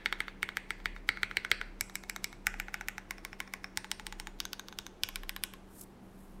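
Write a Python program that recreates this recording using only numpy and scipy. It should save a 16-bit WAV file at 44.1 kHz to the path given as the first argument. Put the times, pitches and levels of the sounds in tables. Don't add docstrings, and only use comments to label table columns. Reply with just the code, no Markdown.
import sys
import numpy as np
from scipy import signal
from scipy.fft import rfft, irfft
from scipy.io import wavfile
from scipy.ndimage import uniform_filter1d

SR = 44100
rng = np.random.default_rng(int(sys.argv[2]) if len(sys.argv) > 2 else 0)


def wav_out(sig):
    wavfile.write(sys.argv[1], SR, np.round(np.clip(np.atleast_2d(sig).T, -1, 1) * 32767).astype(np.int16))


def nominal_scale(level):
    x = np.asarray(level, float) / 20
    return 10 ** x


N = 282240

# frequency in Hz, level in dB.
HUM = (192, -61)
# peak in seconds, level in dB.
RUMBLE_SWELLS = [(.93, -51), (1.58, -56.5), (2.1, -58), (2.57, -51), (3.27, -54), (4.25, -52), (5.2, -51.5),
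                 (6.36, -62)]
# frequency in Hz, density in dB per Hz.
HISS_COLOUR = [(40, -5), (120, -5.5), (160, -9), (340, -3.5), (560, -13), (860, -13), (1900, -23.5),
               (16500, -46)]
HISS_DB = -56.5
SWELL_S, RUMBLE_DB, LULL_S = 0.088, -57.5, 6.0

# centre in Hz, decay time t60 in seconds, level in dB.
ROOM_TAIL = [(332, 0.79, -36.5), (665, 0.11, -20.5), (1560, 0.54, -32), (3050, 0.49, -30),
             (6940, 0.46, -28), (11400, 0.2, -43)]
# delay in seconds, level in dB.
ECHOES = [(.0035, -18.5), (0.0105, -18.5)]
EARLIER_S = 0.074

PART_EDGES_HZ = np.array([600, 1200, 2700, 5500, 9500, 16000])

# contact in seconds, cap level in dB, housing and stem in dB against the cap.
BAR_SIDE_DOWN = [(0.0592, -27.5, -23, -6), (0.204, -29.5, -19.5, -9), (0.4293, -28.5, -16.5, -10),
                 (.57, -30.5, -15, -10), (0.7057, -32, -16.5, -10), (0.8573, -29.5, -22.5, -9)]
BAR_MID_DOWN = [(1.0899, -24, -20.5, -7.5), (1.2316, -26.5, -20.5, -8), (1.3697, -27, -17.5, -5.5),
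                (1.5152, -23, -15.5, -4)]
SMALL_DOWN = [(1.8093, -34, 1.5, -4.5), (1.9547, -37.5, -1.5, -5), (2.0971, -36.5, -4, -6),
              (2.2431, -36, -2.5, -0.8)]
CORNER_DOWN = [(2.4687, -25.5, -11.5, -11), (2.5995, -33.5, -12.5, -11.5), (2.742, -33.5, -16, -10.5),
               (2.8846, -33.5, -9.5, -9.5)]
LONG_DOWN = [(3.1085, -36.5, -9, -9.5), (3.2498, -40.5, -7.5, -6), (3.4029, -35.5, -11, -6),
             (3.5373, -37, -9.5, -10.5)]
WIDE_DOWN = [(3.7735, -35, -0.51, -1), (3.9153, -38.5, 0.73, 4), (4.0671, -43.5, -.7, 1.5),
             (4.1989, -44.5, 0.13, 1)]
EDGE_DOWN = [(4.4026, -42, -1, 7.6), (4.5317, -44.5, -1.5, 5.7), (4.6844, -52, -6.5, 4.2),
             (4.7876, -45.5, -0.5, 7)]
TOP_DOWN = [(5.035, -38, -4, 9.6), (5.1583, -39.5, -7.5, .1), (5.2936, -39, -6.5, .1),
            (5.437, -38, -0.5, 2.7)]

# contact in seconds, cap level in dB, housing in dB against the cap.
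BAR_SIDE_UP = [(0.126, -30.5, -19.5), (0.2816, -39, -28.5), (0.4896, -37.5, -22), (.8014, -57, -23),
               (0.9636, -46, -49)]
BAR_MID_UP = [(1.1723, -40, -32), (1.312, -38.5, -26), (1.4485, -33.5, -18.5), (1.6135, -33.5, -24.5)]
SMALL_UP = [(1.8973, -51.5, -8), (2.0366, -50.5, -8.5), (2.162, -40.5, -6.5), (2.3282, -50.9, -11)]
CORNER_UP = [(2.541, -43.5, -21), (2.6834, -42.5, -24), (2.8104, -39, -13.5), (2.981, -39, -12)]
LONG_UP = [(3.1824, -50.5, -13), (3.3303, -45, -21), (3.4762, -53.5, -14), (3.6431, -39, -12.5)]
WIDE_UP = [(3.8447, -44, -13), (3.9971, -45, -11), (4.125, -45, -6.5), (4.2711, -43, -7.5)]
EDGE_UP = [(4.453, -44.5, 1.5), (4.5953, -45.5, -1.5), (4.7258, -51.5, -9), (4.8656, -49.5, 1)]
TOP_UP = [(5.0885, -45.5, -9), (5.234, -50, -15), (5.3636, -43, -12), (5.537, -52.5, -11.5)]

# frequency in Hz, width in Hz, level in dB.
BAR_SIDE_DOWN_MODES = [(880, 60, -12), (1350, 200, -3), (1700, 290, 0), (2170, 170, 2), (3310, 630, -8),
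                       (4380, 120, -16), (4540, 400, -18), (5730, 730, -22), (8380, 1040, -19),
                       (12730, 700, -32), (14990, 460, -38)]
BAR_MID_DOWN_MODES = [(950, 300, -20), (1400, 200, -6), (1840, 420, -2), (2210, 160, 2), (3190, 490, -7),
                      (3830, 230, -9), (4400, 310, -10), (5760, 460, -23), (8060, 880, -22),
                      (11160, 550, -30), (12720, 1050, -28), (15320, 350, -27)]
SMALL_DOWN_MODES = [(730, 330, -13), (1690, 280, -3), (1970, 180, -5), (2240, 140, 3), (2920, 110, -10),
                    (3870, 670, -8), (5410, 600, -4), (7670, 320, -3), (9440, 850, -11), (12150, 1360, -12),
                    (14500, 600, -19)]
CORNER_DOWN_MODES = [(830, 60, -7.0), (1210, 60, -9.0), (1470, 100, 0.0), (1800, 170, 1.0),
                     (2300, 400, 1.0), (3740, 190, -17.0), (5270, 520, -13.0), (7270, 1190, -14.0),
                     (11250, 1080, -20.0), (12440, 400, -12.0), (15320, 1280, -32.0)]
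LONG_DOWN_MODES = [(900, 280, -7), (1078, 40, 0), (1540, 250, -2), (2170, 220, 2), (3020, 230, -11),
                   (3560, 220, -10), (5550, 1100, -10), (7490, 190, -19), (9100, 530, -14),
                   (10990, 820, -18), (13390, 1600, -19)]
WIDE_DOWN_MODES = [(860, 60, 1.0), (1070, 60, -5.0), (1460, 210, -1.0), (2080, 470, 2.0), (3040, 320, 0.0),
                   (3880, 1130, -1.0), (5450, 670, -1.0), (8630, 790, -3.0), (11490, 550, -13.0),
                   (13170, 500, -13.0), (15580, 820, -19.0)]
EDGE_DOWN_MODES = [(900, 60, -5), (1130, 100, -6), (1480, 110, 1), (3020, 870, 0), (3760, 140, 2),
                   (4550, 300, -3), (5410, 1600, -3), (9280, 1600, -13), (12360, 670, -10),
                   (15520, 290, -12)]
TOP_DOWN_MODES = [(790, 170, -14), (1075, 45, -7), (1490, 100, -1), (1850, 210, -5), (2340, 200, 1),
                  (3260, 680, 2), (5120, 780, -4), (8210, 600, -9), (9780, 980, -9), (12160, 990, -6),
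                  (14700, 1240, -18)]

# frequency in Hz, width in Hz, level in dB.
BAR_SIDE_UP_MODES = [(900, 300, -12), (1510, 440, 2), (2170, 120, 1), (3150, 590, -7), (3810, 540, -10),
                     (4400, 150, -14), (5510, 130, -19), (7670, 1600, -26), (12230, 890, -29),
                     (15290, 300, -37)]
BAR_MID_UP_MODES = [(650, 60, -16.0), (1470, 180, 3.0), (2110, 230, -2.0), (3310, 610, -11.0),
                    (4940, 80, -24.0), (5880, 520, -24.0), (8420, 940, -32.0), (11450, 1580, -34.0),
                    (15460, 210, -42.0)]
SMALL_UP_MODES = [(720, 150, -4), (1290, 350, -1), (1780, 160, 0), (2180, 80, 3), (3840, 380, -7),
                  (6130, 690, -8), (7410, 230, -14), (8850, 200, -20), (12100, 750, -17)]
CORNER_UP_MODES = [(810, 80, -1.0), (1120, 60, -21.0), (1460, 200, 1.0), (2130, 600, -4.0),
                   (2660, 100, -12.0), (3710, 330, -18.0), (5860, 380, -15.0), (7480, 1450, -27.0),
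                   (12230, 220, -19.0)]
LONG_UP_MODES = [(790, 60, -3), (1078, 40, 0), (1810, 760, 1), (2430, 250, -5), (3570, 140, -12),
                 (5370, 170, -4), (10140, 1600, -29), (13010, 350, -33), (14980, 880, -32)]
WIDE_UP_MODES = [(850, 60, 4.0), (1690, 800, 3.0), (3400, 1580, -5.0), (5920, 1390, -13.0),
                 (6870, 140, -4.0), (8980, 390, -15.0), (11460, 630, -25.0), (13070, 180, -16.0),
                 (15250, 1200, -31.0)]
EDGE_UP_MODES = [(1000, 360, -1.0), (1550, 90, 3.0), (2340, 550, -6.0), (3730, 400, 0.0), (6300, 330, 0.0),
                 (8200, 60, -17.0), (10670, 1350, -21.0), (12490, 150, -8.0), (15000, 870, -25.0)]
TOP_UP_MODES = [(800, 120, -3), (1070, 50, 3), (1720, 220, 0), (2290, 170, -1), (3020, 790, 0),
                (5000, 680, -9), (6870, 440, -14), (9420, 560, -12), (11680, 220, -1), (12900, 680, -14)]

# (the same two, then stem in dB against cap).
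VOICES_DB = [
    ((-19.5, -1.5), (-34, -4, -8.5)),
    ((-21, -4), (-14, -7, -12)),
    ((-20.5, -4.5), (-4, -6, -5.5)),
    ((-16.5, -0.5), (-8, -9, -14)),
    ((-9, -2.5), (-6.5, -10, -8)),
    ((-7.5, -8), (-5.5, -10, -5.5)),
    ((-6.5, -1), (-4.5, -10, 0.5)),
    ((-13.5, 3.5), (-2.5, 8.5, -1)),
]
STEM_CRISP, SOFT_CASE = 0.28, 0.52

# frequency in Hz, width in Hz, down and up levels in dB against the cap.
RINGS = [
    [(2160, 30, -30, -23), (3690, 30, -18, -11), (4480, 35, -21, -17), (7750, 42, -23, -34)],
    [(2127, 17, -17.5, -13), (3830, 33, -34, -26), (4150, 27, -16, -23), (7700, 30, -27, -45)],
    [(2250, 67, -19, -13), (3880, 60, -25, -22), (6240, 40, -22, -15), (7600, 52, -25, -30),
     (12400, 120, -16, -24)],
    [(1460, 64, -15, -5), (2290, 30, -18, -23), (6240, 70, -29, -11), (9090, 48, -22, -40),
     (12800, 120, -20, -18)],
    [(2240, 33, -17, -14), (5400, 27, -32, -19), (7340, 35, -24, -40), (13100, 40, -32, -36)],
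    [(3720, 38, -11, -10), (6720, 35, -24, -20), (8940, 30, -19, -25), (13150, 120, -18, -26)],
    [(3730, 50, -14, -11), (6100, 35, -13, -10), (6430, 35, -14, -16), (12300, 120, -16, -16)],
    [(3870, 30, -11.5, -9), (8420, 40, -26, -30), (11700, 110, -19, -12)],
]

# frequency in Hz, width in Hz, level in dB.
DESK = [(93, 42, 0.33)]
# frequency in Hz, width in Hz, level in dB.
CASE = [(352, 83, -3.5), (397, 116, 6), (548, 230, -12.5), (780, 180, -13.5)]
BAR_DESK_DB, BAR_CASE_DB = -24, -13.5
LANDING_DESK_DB, LANDING_CASE_DB = -48, -54

# frequency in Hz, width in Hz, level in dB.
WIRE = (4600, 700, 0)
WIRE_DB = -10.5

# start in seconds, level in dB, centre in Hz.
TICKS = [
    (0.423, -37, 3000),
    (.782, -66, 11000),
    (1.079, -58, 6400),
    (1.504, -48, 6440),
]

CREAK_FROM_S, CREAK_RISE_S, CREAK_DB = 5.49, 0.1, -63

# loudest in seconds, level in dB, build-up and let-go in dB per second.
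BRUSHES = [
    (5.695, -90, 2500, 56),
    (5.745, -72, 300, 64),
    (5.79, -64, 260, 500),
    (5.838, -57, 156, 3000),
    (5.845, -82, 900, 160),
    (6.035, -80.5, 900, 15),
    (6.235, -71, 122, 114),
    (6.325, -85, 150, 255),
]
# peak in seconds, level in dB.
CATCHES = [
    (5.795, -55),
    (5.814, -47),
    (5.836, -67),
    (6.208, -70),
]
CATCH_S, RASP_DB = 0.003, -5.5


def level(x, db):
    return x * nominal_scale(db) / np.sqrt(np.mean(x ** 2))


def noise(lo_hz, hi_hz, size=N):
    sos = signal.butter(2, [lo_hz, hi_hz], "band", fs=SR, output="sos")
    return level(signal.sosfilt(sos, rng.standard_normal(size)), 0)


def walk(rate_hz):
    hold = int(SR / rate_hz)
    steps = np.repeat(rng.standard_normal(N // hold + 1), hold)
    return 1.314 * uniform_filter1d(uniform_filter1d(steps, hold), hold)[:N]


def add(out, x, s):
    i = max(int(s * SR), 0)
    out[i:i + len(x)] += x[:len(out) - i]


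def ring(modes, size, rise_cycles, spread_s, scatter_db, narrow):
    hz, width_hz, db = np.transpose(modes)[:, :, None]
    chance = rng.standard_normal((3, len(modes), 1))
    t = np.maximum(np.arange(size) / SR - spread_s * abs(chance[0]), 0)
    sign = (-1.) ** np.arange(len(modes))[:, None]
    strength = width_hz * nominal_scale(db + scatter_db * chance[1]) * sign
    swing = np.sin(2 * np.pi * hz * (1 + 0.006 * chance[2]) * t)
    decay = np.exp(-np.pi * narrow * width_hz * t)
    return strength * swing * decay * (1 - np.exp(-t * hz / rise_cycles))


def swell(s):
    return np.exp(-((np.arange(N) / SR - s) / SWELL_S) ** 2 / 2)


def air():
    hum_hz, hum_db = HUM
    hum_level = np.sqrt(2) * nominal_scale(hum_db + 1.76 * walk(16))
    hum = hum_level * np.sin(2 * np.pi * np.cumsum(hum_hz + 1.2 * walk(24.85)) / SR)
    swells = nominal_scale(RUMBLE_DB) * (1 - swell(LULL_S)) + sum(nominal_scale(db) * swell(s) for s, db in RUMBLE_SWELLS)
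    rumble_level = swells * nominal_scale(2.5 + 2.9 * walk(9))
    rumble = rumble_level * np.sin(2 * np.pi * np.cumsum(32 + 1.49 * walk(4.8)) / SR)
    f_hz = np.maximum(np.fft.rfftfreq(N, 1 / SR), 1)
    colour_hz, colour_db = np.transpose(HISS_COLOUR)
    colour = nominal_scale(np.interp(np.log(f_hz), np.log(colour_hz), colour_db))
    hiss = irfft(rfft(rng.standard_normal(N)) * colour, N)
    return hum + rumble + level(hiss, HISS_DB) * nominal_scale(0.1 * walk(4.1))


def blows(strokes, voice_db):
    s, cap_db, housing, *stem = np.transpose(strokes)
    case, spring, *resting_stem = voice_db
    if stem:
        stem = stem[0]
    else:
        stem = resting_stem[0] + STEM_CRISP * (housing - housing.mean())
    case = case + SOFT_CASE * (cap_db.mean() - cap_db)
    return np.transpose([s, cap_db, case, stem, housing, housing + spring])


def clack(stroke, modes, blur):
    size = 1600
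    cap_db, case, stem, housing, spring = stroke[1:]
    part_db = cap_db + np.array([case, 0, stem, housing, spring])
    edges_hz = np.array(PART_EDGES_HZ)
    hz = np.transpose(modes)[0]
    blur = blur ** (np.minimum(2200 / hz[:, None], 1) ** 0.7)
    rows = ring(modes, size, rise_cycles=0.35, spread_s=0.00006, scatter_db=1.2, narrow=blur)
    rebound = ring(modes, size, rise_cycles=0.35, spread_s=0.0006, scatter_db=2.0, narrow=0.8 * blur)
    rows = rows + nominal_scale(-15) * np.roll(rebound, int(0.0014 * SR), axis=1)
    power = np.append(0, np.cumsum(abs(rfft(rows.sum(axis=0))) ** 2)) / 800 / 440
    gain_db = part_db - 10 * np.log10(np.diff(power[edges_hz * size // SR]))
    gain_db = np.clip(gain_db, gain_db[1] - 12, gain_db[1] + 12)
    part = np.searchsorted(edges_hz[1:-1], hz)
    body = nominal_scale(gain_db[part]) @ rows
    fade = np.exp(-np.arange(size) / SR / 0.0035)
    housing_crack = level(fade * noise(5100, 10300, size), part_db[3] - 19.0)
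    spring_crack = level(fade * noise(7800, 15000, size), part_db[4] - 17.5)
    return body + housing_crack + spring_crack


def room(x):
    t = np.arange(SR // 2) / SR
    tail = np.zeros(len(t))
    for hz, t60_s, db in ROOM_TAIL:
        tail += nominal_scale(db - 60 * t / t60_s) * noise(hz / np.sqrt(2), hz * np.sqrt(2), len(t))
    tail = tail * np.clip(t / 0.00033, 0, 1) / 22
    for s, db in ECHOES:
        add(tail, nominal_scale(db) * np.hanning(9) / 4, s)
    return signal.fftconvolve(x, tail)[:N]


def earlier_stroke():
    out = np.zeros(N)
    before = clack(blows(BAR_SIDE_DOWN, VOICES_DB[0][0])[0], BAR_SIDE_DOWN_MODES, 1.7)
    add(out, room(before)[int(EARLIER_S * SR):], 0)
    return out


def slide(stroke, modes, db):
    t = np.arange(-1300, 2200) / SR
    size = len(t)
    shape = np.where(t < 0, np.clip(1 + t / 0.026, 0, 1) ** 1.7, np.exp(-t / 0.021))
    grit = shape * nominal_scale(4.1 * rng.standard_normal(70).repeat(50))
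    voiced = signal.fftconvolve(rng.standard_normal(size), clack(stroke, modes, 1.0)[:300])[:size]
    rustle = level(voiced, 2.1) + nominal_scale(1.0) * noise(1650, 6700, size)
    rustle = rustle + nominal_scale(np.where(t < 0, -4.5, -12.5)) * noise(8200, 17000, size)
    return nominal_scale(db + 0.2 * (stroke[1] + 51)) * grit * rustle, t[0]


def key(down, down_modes, up, up_modes, voices_db, rings):
    out = np.zeros((2, N))
    hz, width_hz, down_ring_db, up_ring_db = np.transpose(rings)
    ways = ((down, down_modes, voices_db[0], down_ring_db, -66, -1),
            (up, up_modes, voices_db[1], up_ring_db, -70, 1))
    for strokes, modes, voice_db, ring_db, slide_db, sign in ways:
        for stroke in blows(strokes, voice_db):
            s = stroke[0]
            metal = np.transpose([hz, width_hz, stroke[1] + ring_db])
            for heard, blur, smear in zip(out, (0.99, 2.2), (1.2, 5.0)):
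                add(heard, sign * clack(stroke, modes, blur), s)
                rows = ring(metal, size=4000, rise_cycles=6.0, spread_s=0, scatter_db=3.0, narrow=smear)
                add(heard, (1 / width_hz) @ rows, s)
            scrape, lead_s = slide(stroke, up_modes, slide_db)
            add(out[0], scrape, s + lead_s)
    return out


def desk():
    out = np.zeros(N)
    bar_strokes = BAR_SIDE_DOWN + BAR_MID_DOWN + BAR_SIDE_UP + BAR_MID_UP
    thuds = [(s, db + BAR_DESK_DB, db + BAR_CASE_DB) for s, db, *_ in bar_strokes]
    for run in (SMALL_DOWN, CORNER_DOWN, WIDE_DOWN, TOP_DOWN):
        thuds.append((run[0][0], LANDING_DESK_DB, LANDING_CASE_DB))
    for s, desk_db, case_db in thuds:
        for modes, db in ((DESK, desk_db), (CASE, case_db)):
            rows = ring(modes, size=4000, rise_cycles=0.44, spread_s=0.0011, scatter_db=2.5, narrow=0.85)
            thud = rows.sum(axis=0)
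            add(out, nominal_scale(db) * thud / abs(thud).max(), s)
    return out


def wire():
    out = np.zeros(N)
    for s, db, *_ in BAR_SIDE_DOWN + BAR_MID_DOWN:
        ping = ring([WIRE], size=1600, rise_cycles=2.8, spread_s=0, scatter_db=1.5, narrow=0.98)[0]
        add(out, nominal_scale(db + WIRE_DB) * ping / WIRE[1] * 10, s)
    return out


def ticks():
    out = np.zeros(N)
    t = np.arange(300) / SR
    for s, db, hz in TICKS:
        add(out, nominal_scale(db) * np.exp(-t / 0.0015) * noise(hz * 0.85, hz * 1.15, len(t)), s)
    return out


def creak():
    lean = np.clip((np.arange(N) / SR - CREAK_FROM_S) / CREAK_RISE_S, 0, 1)
    return lean * nominal_scale(CREAK_DB + 3.2 * walk(25)) * noise(143, 236)


def hands():
    t = np.arange(N) / SR
    push = np.zeros(N)
    for s, db, rise, fall in BRUSHES:
        push += nominal_scale(db - np.where(t < s, rise * (s - t), fall * (t - s)))
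    for s, db in CATCHES:
        push += nominal_scale(db) * np.exp(-((t - s) / CATCH_S) ** 2)
    slips = nominal_scale(1.8 * walk(300))
    firm = (push / push.max()) ** 0.26
    return push * slips * (noise(7300, 14000) + nominal_scale(RASP_DB) * firm * noise(3800, 11000))


def scene():
    played = [(BAR_SIDE_DOWN, BAR_SIDE_DOWN_MODES, BAR_SIDE_UP, BAR_SIDE_UP_MODES),
              (BAR_MID_DOWN, BAR_MID_DOWN_MODES, BAR_MID_UP, BAR_MID_UP_MODES),
              (SMALL_DOWN, SMALL_DOWN_MODES, SMALL_UP, SMALL_UP_MODES),
              (CORNER_DOWN, CORNER_DOWN_MODES, CORNER_UP, CORNER_UP_MODES),
              (LONG_DOWN, LONG_DOWN_MODES, LONG_UP, LONG_UP_MODES),
              (WIDE_DOWN, WIDE_DOWN_MODES, WIDE_UP, WIDE_UP_MODES),
              (EDGE_DOWN, EDGE_DOWN_MODES, EDGE_UP, EDGE_UP_MODES),
              (TOP_DOWN, TOP_DOWN_MODES, TOP_UP, TOP_UP_MODES)]
    keys = sum(key(*one, voices_db, rings) for one, voices_db, rings in zip(played, VOICES_DB, RINGS))
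    keys = signal.sosfilt(signal.butter(2, 650, "high", fs=SR, output="sos"), keys)
    boards = ticks() + desk()
    close = keys[0] + boards
    reflected = room(keys[1] + boards + wire()) + earlier_stroke()
    return (close + reflected + hands() + creak() + air())[None]


def roll_off(x):
    return signal.sosfilt(signal.butter(12, 17030, fs=SR, output="sos"), x)


def record(dry):
    top_hz, edge_gain = 15650, 0.07
    low = signal.sosfiltfilt(signal.ellip(6, 0.1, 40, top_hz, fs=SR, output="sos"), dry)
    return roll_off(low + edge_gain * (dry - low))


dry = scene()
out = record(dry)
wav_out(out)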